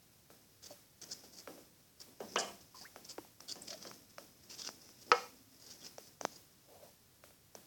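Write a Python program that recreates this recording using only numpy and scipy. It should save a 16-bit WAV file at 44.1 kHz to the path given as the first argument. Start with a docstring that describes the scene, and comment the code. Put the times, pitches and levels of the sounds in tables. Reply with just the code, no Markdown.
"""In a quiet room, turtles jostle in a glass aquarium close to the microphone.
Claws rasp (bursts of tiny clicks) and shells drag (low noise); light taps are short thuds of falling pitch.
Two hard knocks set the whole tank ringing (a sum of fading tones) and the room answers with noise-like echo.
Narrow bands of noise make rubs and fill out a tap and the knocks; a few squeaks are wavering tones.
A noise suppressor lets a faint hiss swell with each sound and sink after it."""
import sys
import numpy as np
from scipy import signal
from scipy.fft import rfft, irfft
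from scipy.io import wavfile
from scipy.ndimage import uniform_filter1d

SR = 44100
rng = np.random.default_rng(int(sys.argv[2]) if len(sys.argv) > 2 else 0)


def output_pcm(signal):
    """Save a mono or channel-first signal as 16-bit PCM at the path in sys.argv[1].

    Samples are clipped to [-1, 1] before scaling.
    """
    pcm = np.clip(np.atleast_2d(signal).T, -1, 1) * 32767
    wavfile.write(sys.argv[1], SR, np.round(pcm).astype(np.int16))


N = 337806
TIME = np.arange(N) / SR
RING_TIME = np.arange(SR // 2) / SR  # half a second, the longest that one tap or knock lasts before its echo

# A t60 is the time in which a sound falls by 60 dB. Spectra give only a shape; the level is set elsewhere.
# The quiet room. Each row: frequency in Hz, relative strength in dB per Hz.
ROOM_TONE = [(20, -20), (45, -14.5), (85, -1), (125, 1), (200, -4.5), (320, -15.5), (600, -20),
             (1200, -32.5), (3000, -27.5), (9000, -51)]
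# Microphone hiss. Each row: frequency in Hz, relative strength in dB per Hz.
HISS = [(30, -2.5), (300, 8.5), (1000, 2.5), (3000, 1), (5500, 4), (7800, 1), (8270, 4), (8700, 0.5),
        (11000, 1), (16000, 2.5)]
# How restless the turtles are. Each row: time in seconds, activity in dB (its contrast is stretched later).
RESTLESS = [(0.0, -74), (1.06, -70), (1.21, -66), (1.36, -65), (1.64, -73), (2.0, -74), (2.41, -60.5),
            (2.51, -67), (3.45, -73.5), (3.68, -61), (4.24, -69), (4.5, -66), (4.62, -63), (5.5, -70),
            (5.86, -64.5), (5.99, -67.5), (7.37, -76.5), (7.65, -78)]
# The rasp of a claw. Each row: frequency in Hz, relative strength in dB.
RASP = [(300, -42.5), (1100, -19.5), (1500, -11), (1900, -15.5), (2600, -15), (3300, -10.5), (4050, -10),
        (4550, 3), (5300, 4.5), (6300, 1.5), (7400, -4.5), (8500, -8.5), (10000, -20), (16000, -36)]
# The drag of a shell. 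Each row: frequency in Hz, relative strength in dB.
DRAG = [(60, -33.5), (170, 4), (280, 5.5), (450, 2), (650, -2), (900, -8), (1500, -20.5), (3000, -31),
        (8000, -44)]
# The room's echo. Each row: frequency in Hz, t60 in seconds.
ECHO = [(150, 0.63), (500, 0.37), (1500, 0.39), (5000, 0.38), (10000, 0.64)]
# Light contacts stay mostly in the glass. Each row: frequency in Hz, echo against the direct sound in dB.
LIGHT_ECHO = [(200, -10.0), (700, -34), (5000, -12.5)]
# How strongly a hard knock radiates into the room. Each row: frequency in Hz, relative strength in dB.
KNOCK_ECHO = [(200, -11), (450, -12.5), (750, -7), (1300, -16), (3000, -7.5), (5500, -3.5), (8000, 3.5)]
# Modes of the tank. Each row: frequency in Hz, t60 in seconds,
# relative level in dB when struck with the shell edge, and the same when struck flat on.
TANK_MODES = [(189, 0.5, -49, -58), (359, 0.13, -38, -40), (444, 0.15, -37, -39), (487, 0.11, -32, -19),
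              (552, 0.17, -40, -34), (600, 0.12, -42, -34), (691, 0.26, -38, -48), (720, 0.24, -40, -40),
              (777, 0.26, -40, -36), (861, 0.15, -51, -35), (980, 0.14, -45, -32), (1049, 0.23, -51, -37),
              (1176, 0.21, -50, -38), (1270, 0.13, -48, -25), (1309, 0.19, -47, -29),
              (1553, 0.19, -43, -42), (1609, 0.17, -42, -43), (1657, 0.2, -43, -49), (1702, 0.12, -44, -36),
              (1776, 0.21, -53, -43), (1886, 0.24, -51, -45), (2171, 0.19, -55, -36),
              (2356, 0.17, -51, -50), (2686, 0.13, -43, -48), (2863, 0.13, -42, -46),
              (2968, 0.13, -39, -50), (3067, 0.13, -45, -45), (3171, 0.13, -42, -49),
              (3347, 0.13, -45, -53), (3682, 0.13, -56, -52)]
# A hard contact on glass. Each row: frequency in Hz, relative strength in dB.
CRACK = [(150, -36), (350, -12), (600, -2.5), (1300, 5.5), (1900, -4.5), (2300, -2), (3000, -11.5),
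         (3900, -17.5), (4500, -9.5), (5500, -11), (6600, -24), (9000, -43), (16000, -71.5)]
# The first snap of a claw on the pane. Each row: frequency in Hz, relative strength in dB.
TICK = [(1000, -21.5), (3500, -16), (4600, -12.5), (6000, 7.5), (7000, -12), (8500, -19.5), (11000, -32)]
# Taps of shell and claw. Each row: start in seconds, thud level in dB, final thud pitch in Hz, thud t60 in
# seconds, tick level in dB, shake given to the tank in dB, crack level in dB.
TAPS = [(0.303, -42, 326, 0.014, -57, -26.5, -45), (0.7071, -46, 578, 0.126, -52, -32, -62),
        (1.016, -70, 496, 0.026, -32.5, -34, -62), (1.238, -52, 790, .04, -56, -29, -53),
        (1.475, -42, 440, 0.074, -65, -16, -32.5), (1.578, -49.5, 540, 0.097, -60, -29.5, -49),
        (2.2043, -36, 396, 0.072, -35, -14.5, -41), (2.3581, -31.5, 610, 0.021, -22, -37, -45.5),
        (2.961, -34.5, 590, 0.0078, -44, -24.5, -37), (3.1818, -34, 307, 0.047, -58.5, -30, -35),
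        (3.186, -36, 900, 0.014, -58, -40, -48), (3.249, -43.5, 700, 0.0124, -60, -37.5, -58),
        (3.405, -49, 706, 0.0037, -25.5, -32, -42.5), (3.557, -45, 515, 0.013, -30, -19.5, -43.5),
        (3.729, -52, 636, 0.06, -44, -40, -41), (3.8519, -45.5, 510, 0.077, -40, -20.5, -38.5),
        (3.914, -49, 650, .004, -38.5, -39, -36.5), (4.183, -41, 553, 0.039, -28.5, -23, -31.5),
        (4.6902, -24.5, 450, 0.0025, -32, -29, -39.5), (4.891, -62.5, 700, 0.0068, -39, -35.5, -47),
        (5.9825, -36, 435.4, 0.027, -27, -30, -45), (6.212, -24.5, 415, 0.0067, -22, -29, -36),
        (6.2513, -12, 442, 0.00463, -13.5, -37.5, -30), (7.239, -44.5, 495.6, .021, -45, -36, -38.5),
        (7.307, -49, 466, .02, -52, -43, -50), (7.5518, -37.5, 380, 0.018, -28, -28, -53),
        (7.576, -46, 605, 0.0049, -58, -40, -55)]
# Firm strokes of claw and shell. Each row: start in seconds, length in seconds, rasp level in dB,
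# rasp brightness in dB per octave, low drag level in dB.
STROKES = [(0.621, 0.047, -49.5, -1, -63), (0.694, 0.028, -58.5, -3, -60.5),
           (1.011, 0.0285, -50, -2, -62.5), (1.05, 0.084, -60, 0, -62), (1.105, 0.018, -40.5, 2.5, -70.5),
           (1.23, 0.024, -55, -4, -59), (1.316, 0.08, -52, 5, -68), (1.993, 0.029, -51.5, 4, -63.5),
           (2.056, 0.082, -79, -2, -59), (2.38, 0.022, -36.5, 5.5, -66), (2.605, 0.012, -52, -6.5, -65.5),
           (2.743, 0.097, -52, 1, -66), (3.045, 0.0068, -50.5, 3, -73), (3.08, 0.045, -50, 0, -64),
           (3.477, .047, -43.5, 1, -61.5), (3.667, 0.029, -51.5, -4, -69),
           (3.702, 0.0062, -38.5, -6.5, -75), (3.716, 0.025, -46, -11.5, -72.5),
           (3.744, 0.15, -55, -10, -59), (4.482, 0.065, -51, -6.5, -67), (4.572, 0.048, -46.5, -3.5, -65.5),
           (4.628, 0.052, -45.5, -6.5, -74), (4.986, 0.042, -57.5, 2, -70), (5.059, .045, -59.5, -6, -53.5),
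           (5.581, 0.1, -55.5, 2.5, -69), (5.652, 0.075, -56, -4.5, -69.5),
           (5.784, 0.085, -53.5, -4.5, -64), (6.002, 0.08, -59.5, 0, -82), (6.202, 0.052, -60, -6, -53.5),
           (6.278, 0.092, -59, -1, -63.5)]
# Narrow noise bands: rubs on the glass, plus bands of the tap at 2.2 s, of the first knock,
# and a faint low ring after the second. Each row: start in seconds, length in seconds, level in dB,
# centre in Hz, width in Hz.
NARROW_BANDS = [(1.089, 0.055, -66, 1530, 200), (2.195, 0.065, -53, 740, 260), (2.23, .36, -60, 193, 45),
                (2.359, 0.022, -37.5, 3000, 696), (2.361, 0.0433, -45.5, 1650, 180),
                (3.479, 0.04, -54, 3460, 400), (3.665, 0.12, -57, 626, 100),
                (4.572, 0.11, -58.5, 3430, 600), (5.161, 0.68, -69, 260.6, 24.8),
                (5.81, 0.029, -59, 3387, 347), (6.63, 0.315, -59, 596, 257)]
# Hard knocks. Each row: start in seconds, gain on the tank's ring in dB, spot struck (0 shell edge, 1 flat on),
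# crack level in dB, pitch in Hz that sets how bright the crack is, clatter level in dB,
# clatter t60 in seconds, gain on the room echo in dB.
KNOCKS = [(2.3602, -1.5, 0, -16, 647, -28, 0.0354, 9), (5.117, 0, 1, -7, 1428, -17.5, .035, -2)]
# Squeaks of a claw on wet glass, one list each. Each row: time in seconds, pitch in Hz, level in dB.
SQUEAKS = [
    [(2.744, 1290, -60), (2.748, 1044, -51.5), (2.765, 1030, -63), (2.79, 1004, -65)],
    [(2.81, 750, -59), (2.828, 774, -63), (2.845, 1120, -62), (2.854, 1580, -50.5), (2.864, 1946, -54),
     (2.873, 2130, -63), (2.88, 2250, -66)],
    [(3.616, 8150, -66), (3.62, 8700, -42), (3.626, 9000, -53), (3.64, 9100, -64)],
]

THUD_START_HZ, GLIDE_S = 937, 0.0016  # every thud glides from the same pitch to its own
RING_DB, SKID_DB = -6.5, -34.5  # shares of a tap's shake
SKID_RISE_S, SKID_T60_S = .006, 0.64  # the shell skids on briefly after it lands
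# Noise suppressor: where cutting begins, how steeply it cuts, how fast it closes, the bass it spares
OPEN_DB, CUT_DB_PER_DB, CLOSE_DB_PER_S, SPARED_BASS_HZ = -50, 0.69, 45.5, 210
EDGE_HZ = 17350  # upper band limit


def amp(db):
    """Turns decibels into gain."""
    return 10 ** (np.asarray(db) / 20)


def unit(x):
    """Scales a sound to rms 1."""
    return x / np.sqrt(np.mean(x ** 2) + 1e-20)


def read(points, hz):
    """Reads a table of frequency and value, with straight lines over log frequency."""
    f, value = np.transpose(points)
    return np.interp(np.log(hz + 1), np.log(f + 1), value)


def add(mix, s, sound):
    """Mixes a sound in at time s, in seconds."""
    part = mix[max(round(s * SR), 0):][:len(sound)]
    part += sound[:len(part)]


def dying(t60):
    """Envelope that falls 60 dB in t60 seconds."""
    return amp(-60 * RING_TIME / max(t60, 1e-3))


def coloured(x, spectrum):
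    """Gives noise a spectrum, at rms 1."""
    hz = np.fft.rfftfreq(len(x), 1 / SR)
    return unit(irfft(rfft(x) * amp(read(spectrum, hz)), len(x)))


def click(spectrum, tilt_db=0, centre_hz=5500, size=2048):
    """Sharp click of peak 1 that starts at once; its spectrum tilts over an octave each side of the centre."""
    hz = abs(np.fft.fftfreq(size, 1 / SR))
    octaves = np.clip(np.log2((hz + 1) / centre_hz), -1, 1)
    log_gain = np.log(amp(read(spectrum, hz) + tilt_db * octaves))
    # minimum phase packs the energy at the start
    pulse = np.fft.ifft(np.exp(np.conj(signal.hilbert(log_gain)))).real[:size // 2]
    return pulse / abs(pulse).max()


def background(tone_db=-71.5, hiss_db=-59.0):
    """Low room tone and steady microphone hiss, both shaped noise."""
    tone = amp(tone_db) * coloured(rng.standard_normal(N), ROOM_TONE)
    hiss = amp(hiss_db) * coloured(rng.standard_normal(N), HISS)
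    return tone + hiss


def rasp(count, bright_db, slips_per_s=1800, slip_spread_db=3, place_t60=0.038, place_db=-21):
    """Many tiny slips of a claw on the pane, each a click, at rms 1."""
    slips = rng.standard_normal(count) * (rng.random(count) < slips_per_s / SR)
    slips *= amp(slip_spread_db * np.minimum(rng.exponential(1, count), 4))
    # reflections from the edges of the pane give each place of contact its own resonances
    reflections = rng.standard_normal(len(RING_TIME)) * dying(place_t60)
    slips += amp(place_db) * signal.fftconvolve(slips, reflections)[:count]
    return unit(signal.fftconvolve(slips, click(RASP, bright_db))[:count])


def scuffing(rasp_db=-62, drag_db=-68, busy_db=-65, contrast=1.4, bright_db=-2, fitful_db=2):
    """Feet and shells brush the glass in fits and starts, and almost fall silent when the turtles rest."""
    fits = unit(uniform_filter1d(rng.standard_normal(N), size=3000))
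    activity_db = np.interp(TIME, *np.transpose(RESTLESS))
    pressure = amp(contrast * (activity_db - busy_db) + fitful_db * fits)
    claws = amp(rasp_db) * rasp(N, bright_db)
    shells = amp(drag_db) * coloured(rng.standard_normal(N), DRAG)
    return pressure * (claws + shells)


def radiated(x):
    """Little deep bass comes through, and the water damps the highest treble."""
    return signal.sosfilt(signal.butter(4, [165, 9000], "bandpass", fs=SR, output="sos"), x)


def room(x, colour, build_s=0.01):
    """Diffuse echo, made of noise, that builds up quickly while each band dies at its own speed."""
    hz, t, bands = signal.stft(rng.standard_normal(len(RING_TIME)), SR, nperseg=256)
    bands = bands * amp(-60 * t / read(ECHO, hz)[:, None])
    tint = amp(read(colour, hz))[:, None]
    swell = 1 - np.exp(-RING_TIME / build_s)
    plain = signal.istft(bands, SR, nperseg=256)[1][:len(RING_TIME)] * swell
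    tinted = signal.istft(bands * tint, SR, nperseg=256)[1][:len(RING_TIME)] * swell
    # scaled by the plain echo, so the colour also sets the echo's level
    return signal.fftconvolve(x, tinted / np.linalg.norm(plain))[:N]


def ring(spot, spread_db=0):
    """The tank's modes as fading tones; where the blow lands decides how strongly each one sounds."""
    out = np.zeros(len(RING_TIME))
    chances = rng.standard_normal((len(TANK_MODES), 2))
    for (hz, t60, edge_db, flat_db), (turn, luck) in zip(TANK_MODES, chances):
        db = np.interp(spot, [0, 1], [edge_db, flat_db]) + spread_db * luck
        out += amp(db) * dying(t60) * np.sin(2 * np.pi * (hz * RING_TIME + turn))
    return out * (1 - np.exp(-RING_TIME / 0.0036))  # soft onset


def tap(thud_db, last_hz, t60, tick_db, shake_db, crack_db, rise_s=.0001, tick_t60=.01, crack_tilt_db=-1):
    """Bending waves in water-loaded glass: a sharp tick and crack, a gliding thud, a ring and a skid."""
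    t = RING_TIME
    # treble travels faster through the pane, so the thud's pitch glides
    hz = last_hz + (THUD_START_HZ - last_hz) * np.exp(-t / GLIDE_S)
    thud = np.sin(2 * np.pi * np.cumsum(hz) / SR) * dying(t60) * (1 - np.exp(-t / rise_s))
    tick = coloured(rng.standard_normal(len(t)), TICK)
    tick *= dying(tick_t60) / abs(tick).max()
    skid = coloured(rng.standard_normal(len(t)), DRAG)
    skid *= dying(SKID_T60_S) * (1 - np.exp(-t / SKID_RISE_S))
    shake = amp(RING_DB) * ring(.37, spread_db=4) + amp(SKID_DB) * skid
    out = amp(thud_db) * thud + amp(tick_db) * tick + amp(shake_db) * shake
    add(out, 0, amp(crack_db) * click(CRACK, crack_tilt_db, centre_hz=1520))
    return out


def taps():
    """The distinct taps of shell and claw, each making the water-loaded pane bend and ring."""
    out = np.zeros(N)
    for s, *blow in TAPS:
        add(out, s, tap(*blow))
    return out


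def strokes(rise_share=0.32, release_s=.0068, uneven_db=2.5):
    """Pressure builds, holds unevenly and lets go; the claw rasps while the heavy shell drags lower down."""
    out, t, count = np.zeros(N), RING_TIME, len(RING_TIME)
    for s, length, rasp_db, bright_db, drag_db in STROKES:
        build = 1 - np.exp(-t / (rise_share * length))
        release = np.exp(-np.maximum(t - length, 0) / release_s)
        unevenness = unit(uniform_filter1d(rng.standard_normal(count), size=400))
        pressure = build * release * amp(uneven_db * unevenness)
        drag = coloured(rng.standard_normal(count), DRAG)
        add(out, s, pressure * (amp(rasp_db) * rasp(count, bright_db) + amp(drag_db) * drag))
    return out


def narrow_bands():
    """Band-filtered noise with soft ends: rubs on the glass, and bands that fill out a tap and the knocks."""
    out = np.zeros(N)
    for s, length, db, hz, width_hz in NARROW_BANDS:
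        edges = [hz - width_hz / 2, hz + width_hz / 2]
        band = signal.butter(2, edges, "bandpass", fs=SR, output="sos")
        # keep only the end, when the filter has settled
        noise = signal.sosfilt(band, rng.standard_normal(SR))[-round(length * SR):]
        add(out, s, amp(db) * unit(noise) * signal.windows.tukey(len(noise), .6))
    return out


def knocks(glass_hz=1350, soft_db=9):
    """A crack, a clatter of waves crossing the panes, the ring and the room's answer; blunt blows are duller."""
    direct, into_room = np.zeros(N), np.zeros(N)
    for s, ring_db, spot, crack_db, hz, clatter_db, clatter_t60, echo_db in KNOCKS:
        crack = click(CRACK, soft_db * np.log2(hz / glass_hz), centre_hz=700)
        clatter = unit(signal.fftconvolve(rng.standard_normal(len(RING_TIME)), crack, "same"))
        knock = amp(ring_db) * ring(spot)
        add(knock, 0, amp(crack_db) * crack)
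        add(knock, .001, amp(clatter_db) * clatter * dying(clatter_t60))
        add(direct, s, knock)
        add(into_room, s, amp(echo_db) * knock)
    return radiated(direct) + room(radiated(into_room), KNOCK_ECHO, build_s=0.035)


def squeaks(jitter=0.067):
    """Stick and slip falls into an unsteady tone that follows the claw's speed."""
    out = np.zeros(N)
    for rows in SQUEAKS:
        s, hz, db = np.transpose(rows)
        t = np.arange(s[0], s[-1], 1 / SR)
        waver = 1 + jitter * unit(uniform_filter1d(rng.standard_normal(N), size=40))[:len(t)]
        pitch = np.interp(t, s, hz) * waver
        tone = unit(np.sin(2 * np.pi * np.cumsum(pitch) / SR))
        add(out, s[0], amp(np.interp(t, s, db)) * tone)
    return out


def suppressed(x):
    """Turns down all but the bass when it is quiet; opens quickly and closes slowly, so the hiss swells and sinks."""
    power = uniform_filter1d(radiated(x) ** 2, size=300)
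    level_db = 10 * np.log10(abs(power) + 1e-12)
    wanted_db = CUT_DB_PER_DB * np.minimum(level_db - OPEN_DB, 0)
    # a running maximum on a rising ramp lets the gain fall no faster than the ramp rises
    closing = CLOSE_DB_PER_S * TIME
    gain_db = np.maximum.accumulate(wanted_db + closing) - closing
    gain_db = uniform_filter1d(gain_db, size=400)
    bass = signal.sosfiltfilt(signal.butter(1, SPARED_BASS_HZ, fs=SR, output="sos"), x)
    return bass + amp(gain_db) * (x - bass)


def scene():
    """Everything that the turtles do to the glass, its echo in the room, and the background."""
    light = radiated(taps() + strokes() + scuffing() + narrow_bands() + squeaks())
    light_echo = room(light, LIGHT_ECHO, build_s=.012)
    return (knocks() + light + light_echo + background())[None]


def record(dry):
    """The noise suppressor, then a filter that cuts everything above the band limit."""
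    band_limit = signal.firwin(511, EDGE_HZ, window=("kaiser", 9), fs=SR)
    return signal.oaconvolve(suppressed(dry[0]), band_limit, "same")[None]


dry = scene()
out = record(dry)
output_pcm(out)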